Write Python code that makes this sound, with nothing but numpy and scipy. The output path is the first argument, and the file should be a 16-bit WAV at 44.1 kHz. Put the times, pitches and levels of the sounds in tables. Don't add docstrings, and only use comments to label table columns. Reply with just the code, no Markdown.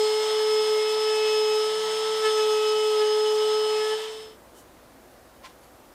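import sys
import numpy as np
from scipy import signal
from scipy.fft import rfft, irfft, next_fast_len
from scipy.io import wavfile
from scipy.ndimage import uniform_filter1d

SR = 44100
rng = np.random.default_rng(int(sys.argv[2]) if len(sys.argv) > 2 else 0)


def generate_wav(signal):
    frames = np.transpose(np.atleast_2d(signal))
    scaled = np.clip(frames, -1, 1) * 32767
    pcm = np.round(scaled).astype(np.int16)
    wavfile.write(sys.argv[1], SR, pcm)


def undo_db(level):
    steps = np.asarray(level, float) / 20
    return 10 ** steps


N = 261947
TIME_S = np.arange(N) / SR
BLADES = 12


def level(x, db):
    return x * undo_db(db) / np.sqrt(np.mean(x ** 2))


def curves(table):
    s, *columns = np.transpose(table)
    return [np.interp(TIME_S, s, c) for c in columns]


def bump(s, half_s):
    return np.exp(-0.5 * ((TIME_S - s) / half_s) ** 2)


def walk(rate_hz):
    hold = int(SR / rate_hz)
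    steps = np.repeat(rng.standard_normal(N // hold + 1), hold)
    return 1.154 * uniform_filter1d(uniform_filter1d(steps, hold), hold)[:N]


def band(hz, width_hz):
    b, a = signal.iirpeak(hz, hz / width_hz, fs=SR)
    once = signal.lfilter(b, a, rng.standard_normal(N))
    return level(signal.lfilter(b, a, once), 0)


def hiss(colour, swell_db, flicker_db, rate_hz, gate=1):
    size = next_fast_len(N)
    hz = np.fft.rfftfreq(size, 1 / SR) + 1e-3
    f, db = np.transpose(colour)
    tint = undo_db(np.interp(np.log(hz), np.log(f), db, right=-60))
    shaped = rfft(gate * rng.standard_normal(N), size) * tint
    third = 3 * np.log2(hz / 20)
    swell, out = swell_db * walk(rate_hz), 0
    for k in range(30):
        share = np.clip(1 - np.abs(third - k), 0, 1)
        out = out + irfft(shaped * share, size)[:N] * undo_db(swell + flicker_db * walk(rate_hz))
    return level(out, 0)


def order(turn, count, db, rough, rate_hz):
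    wander = 1 + rough * (walk(rate_hz) + 1j * walk(rate_hz))
    spin = np.exp(1j * (count * turn + rng.uniform(0, 2 * np.pi)))
    return np.sqrt(2) * undo_db(db) * np.real(wander * spin) / np.sqrt(1 + 2 * rough ** 2)


def router():
    shaft_hz, turn = shaft()
    press, free, grabs = feed()
    surge_db = 1.5 * bump(2.3, half_s=0.22)
    thinning_db = -0.56 * TIME_S
    chips_db = thinning_db + 1.1 * grabs + free + surge_db
    vent_db = -44.5 + 0.078 * press + chips_db
    puff = 1 + 0.15 * np.cos(turn)
    out = shaft_hum(turn, press, free, grabs) + blade_tone(turn, press, free)
    out += bar_tones(turn, press, free) + whine_and_vents(turn, shaft_hz, vent_db, press, free, grabs, puff)
    out += cage_rattle(turn, press, free) + air_hiss(press, chips_db, puff)
    fade_start_s, fade_end_s = 3.902, 4.39
    return out * np.clip((fade_end_s - TIME_S) / (fade_end_s - fade_start_s), 0, 1) ** 1.24


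# (time [s], speed [turns/s])
SHAFT_SPEED = [(.05, 429.2), (.29, 431.4), (.55, 430.3), (.8, 430.1), (1.01, 432.1), (1.25, 431.3),
               (1.52, 429.3), (1.64, 430.4), (1.8, 434.1), (2.09, 435.2), (2.21, 434.9), (2.36, 431.4),
               (2.55, 429.1), (2.86, 429.5), (3.04, 426.2), (3.17, 428.0), (3.82, 429.6), (4.07, 436.1)]


def shaft():
    shaft_hz, = curves(SHAFT_SPEED)
    return shaft_hz, 2 * np.pi * np.cumsum(shaft_hz + 0.261 * walk(12)) / SR


# (time [s], pressure over light contact [dB])
PRESSURE = [(0, 6), (.23, 2), (.6, 5.5), (.65, 3), (.72, 6), (1.0, 2), (1.08, 3.5), (1.56, 5), (1.71, 0.5),
            (2.2, .6), (2.26, 2), (2.42, 5.5), (2.82, 4.5), (3.0, 5.5), (3.77, 3.5), (3.93, 1.5)]
# (time [s], half length [s], strength [dB])
GRAIN_GRABS = [
    (2.265, 0.019, -0.5),
    (2.395, 0.013, -11),
    (3.025, 0.016, -7.5),
]


def feed():
    leaves_s, leave_takes_s = 3.965, 0.038
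    free = np.clip((TIME_S - leaves_s) / leave_takes_s + 0.5, 0, 1)
    press = curves(PRESSURE)[0] * (1 - free)
    grabs = sum(undo_db(db) * bump(s, half_s) for s, half_s, db in GRAIN_GRABS)
    return press, free, grabs


# (order, light contact [dB], slope [dB per dB pressure], change when free [dB], wander [dB])
LOW_ORDERS = [(1, -27.5, 1, -2.5, 0.52), (2, -43, 0.83, -11, 1), (3, -45.5, 0.54, -4.5, 2),
              (4, -54.5, -0.7, 3, 2.5), (5, -58.5, 0.14, -3, 3), (6, -60, 1.1, 4, 0.5),
              (7, -45, -0.46, 0.5, 0.5)]
GRAB_ORDERS_DB = [-29, -42, -36, -35, -39, -41.5, -43]
FLICK_ORDERS_DB = [-41, -38, -64, -39, -52, -58, -40]
# (order, time [s], half length [s], level [dB])
STRIP_SINGS = [(3, 1.07, 0.62, -47), (3, 3.54, .18, -45), (4, 0.41, 0.021, -48), (3, 2.5, 0.47, -40.5),
               (4, 1.12, 0.068, -45), (4, 1.37, 0.025, -48), (4, 1.78, .1, -53), (4, 3.16, .08, -56),
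               (4, 3.85, 0.036, -42.5), (5, 0.19, 0.18, -46.5), (5, 0.61, 0.11, -48.5),
               (5, 0.81, 0.046, -42.5), (5, 1.27, 0.28, -49.5), (5, 2.8, 0.02, -49), (5, 3.82, .05, -47),
               (6, 0.63, 0.058, -51), (6, 0.88, 0.043, -44.5), (6, 1.26, 0.16, -40.5),
               (6, 1.52, 0.038, -50), (6, 2.43, 0.028, -44), (6, 2.6, 0.063, -42), (6, 2.8, 0.077, -46.5),
               (6, 3.77, 0.05, -46), (7, .39, 0.047, -51), (7, 1.3, 0.29, -47.5), (7, 2.72, 0.19, -44),
               (7, 3.1, 0.033, -43.5), (7, 3.29, 0.032, -40.5), (7, 3.45, 0.034, -41), (7, 3.66, .05, -44)]


def shaft_hum(turn, press, free, grabs):
    out, flick = 0, bump(3.93, half_s=0.012)
    for row, grab_db, flick_db in zip(LOW_ORDERS, GRAB_ORDERS_DB, FLICK_ORDERS_DB):
        k, db, slope, free_db, wander_db = row
        size = undo_db(db + slope * press + free_db * free + wander_db * walk(14))
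        size = size + undo_db(grab_db) * grabs + undo_db(flick_db) * flick
        for sung, s, half_s, sing_db in STRIP_SINGS:
            if sung == k:
                size = size + undo_db(sing_db) * bump(s, half_s)
        out = out + size * order(turn, k, db=0, rough=0.02 if k == 1 else 0.17, rate_hz=40)
    return out


# (time [s], half length [s], depth [0-1])
STRIP_JUDDER = [(1.87, .07, .35), (2.46, .01, .35), (2.625, .028, .5), (2.745, .009, .8), (2.925, .025, .5),
                (2.957, .007, .6), (3.03, .007, .9), (3.055, .02, .4), (3.087, .003, .7), (3.175, .01, .75),
                (3.262, .008, .6), (3.335, .006, .6), (3.367, .006, .85), (3.447, .006, .75),
                (4.02, .03, .5)]


def blade_tone(turn, press, free):
    steady = 1 - sum(depth * bump(s, half_s) for s, half_s, depth in STRIP_JUDDER)
    db = -38 + 0.5 * press - 2.5 * free - 0.5 * TIME_S + 1.2 * walk(9)
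    out = steady * order(turn, BLADES, db, rough=0.1, rate_hz=45)
    return out + order(turn, 2 * BLADES, db - 25.5 - 0.8 * press, rough=0.44, rate_hz=30)


def bar_tones(turn, press, free):
    db = -53.5 - 1.3 * press
    out = order(turn, 21, db - 6 * free + 1.2 * walk(8), rough=0.2, rate_hz=30)
    return out + order(turn, 14, db - 5 * free - 3.5, rough=0.26, rate_hz=30)


# (order, level over the whine [dB])
WHINE_ORDERS = [(8, 7), (9, 2.5), (10, 5.5), (11, 2), (13, 0), (15, 3.5)]
# (frequency [Hz], density [dB per Hz])
VENT_COLOUR = [(4500, -20.5), (5600, 1), (6300, -1.5), (6700, -2.5), (8200, 0), (9200, -3.5),
               (10200, -12.5), (11000, -12.5), (11600, -11.5), (13000, -13.5), (15000, -20.5), (15700, -20)]


def whine_and_vents(turn, shaft_hz, vent_db, press, free, grabs, puff):
    whine_db = vent_db - 14 + 0.92 * np.minimum(press, 3.5) - 0.87 * TIME_S
    whine_db = whine_db - 6 * free + 7 * grabs + 1.6 * walk(28)
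    hz, colour_db = np.transpose(VENT_COLOUR)
    high = [(k, np.interp(k * shaft_hz.mean(), hz, colour_db)) for k in range(13, 34) if k not in (13, 15, 21, 24)]
    out = undo_db(vent_db + 1) * hiss(VENT_COLOUR, swell_db=0.8, flicker_db=1.3, rate_hz=60, gate=puff)
    for k, db in [*WHINE_ORDERS, *high]:
        out += order(turn, k, whine_db + db + 2.5 * walk(5), rough=0.45, rate_hz=40)
    return out


def cage_rattle(turn, press, free):
    cage = 2 * np.pi * np.cumsum(180 + 4.94 * walk(6)) / SR
    db = -62.5 - 1.7 * press - 6 * free + 2.7 * walk(9.8)
    out = order(cage, 1, 0.57 * db - 27, rough=0.6, rate_hz=30)
    return out + order(turn - cage, 1, db - 3, rough=0.41, rate_hz=18)


# (frequency [Hz], density [dB per Hz])
AIR_COLOUR = [(40, -37), (120, -43), (135, -12.5), (300, -7.5), (550, 4), (950, 9), (1400, 2), (2050, 5.5),
              (2350, 0.5), (2850, 6), (3150, 12), (3550, 10), (4000, 5), (5500, 2)]


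def air_hiss(press, chips_db, puff):
    air_db = -34.5 - 0.11 * press + chips_db
    return undo_db(air_db) * hiss(AIR_COLOUR, swell_db=0.74, flicker_db=0.67, rate_hz=28, gate=puff)


# (time [s], half length [s], level [dB], centre [Hz], ring [Hz])
WOOD_SCUFFS = [
    (4.587, 0.027, -55.5, 7940, 3020),
    (5.457, 0.013, -44, 1500, 1040),
    (5.485, .028, -58, 2500, 1070),
    (5.635, .012, -62, 3500, 4500),
]
# (time [s], frequency [Hz], level [dB])
SQUEAK_GLIDE = [
    (5.6, 10512, -74),
    (5.628, 11106, -81),
    (5.636, 11204, -71),
    (5.816, 11705, -76),
    (5.84, 11717, -78),
    (5.86, 11144, -75),
]


def handling():
    out = 0
    for s, half_s, db, hz, ring_hz in WOOD_SCUFFS:
        slide = band(hz, min(2.5 * hz, 9000))
        ring_db = -4 - 2 * np.log2(ring_hz / 1000)
        ring = undo_db(ring_db) * band(ring_hz, ring_hz / 14)
        out = out + bump(s, half_s) * undo_db(db) * (slide + ring)
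    hz, db = curves(SQUEAK_GLIDE)
    gate = np.interp(TIME_S, [5.59, 5.61, 5.84, 5.87], [0, 1, 1, 0])
    tone = np.sqrt(2) * np.sin(2 * np.pi * np.cumsum(hz) / SR)
    return out + gate * undo_db(db + 2.5 * walk(30)) * tone


# (frequency [Hz], level [dB])
MAINS_LINES = [(59.5, -61.5), (242, -64), (361, -63)]
# (time [s], level [dB])
FADE_IN = [
    (3.9, -39),
    (4.05, -12.5),
    (4.2, -7),
    (4.4, -6.5),
]
# (frequency [Hz], density [dB per Hz])
ROOM_COLOUR = [(20, -30), (35, -6), (60, -11), (100, -9.5), (190, -12.5), (250, -5), (420, -9), (520, -5),
               (970, -11), (1300, -14), (1800, -18), (2560, -23), (6000, -26.5), (15600, -29)]


def workshop():
    hum = 0
    for hz, db in MAINS_LINES:
        hum = hum + np.sqrt(2) * undo_db(db + 2.7 * walk(6.5)) * np.sin(2 * np.pi * hz * TIME_S)
    ventilation = undo_db(-45.5) * hiss(ROOM_COLOUR, swell_db=-0.06, flicker_db=-0.4, rate_hz=12)
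    return undo_db(curves(FADE_IN)[0]) * (ventilation + hum)


def scene():
    return (router() + handling() + workshop())[None]


def roll_off(x):
    return signal.sosfilt(signal.butter(12, 15710, fs=SR, output="sos"), x)


def record(dry):
    return roll_off(dry)


dry = scene()
out = record(dry)
generate_wav(out)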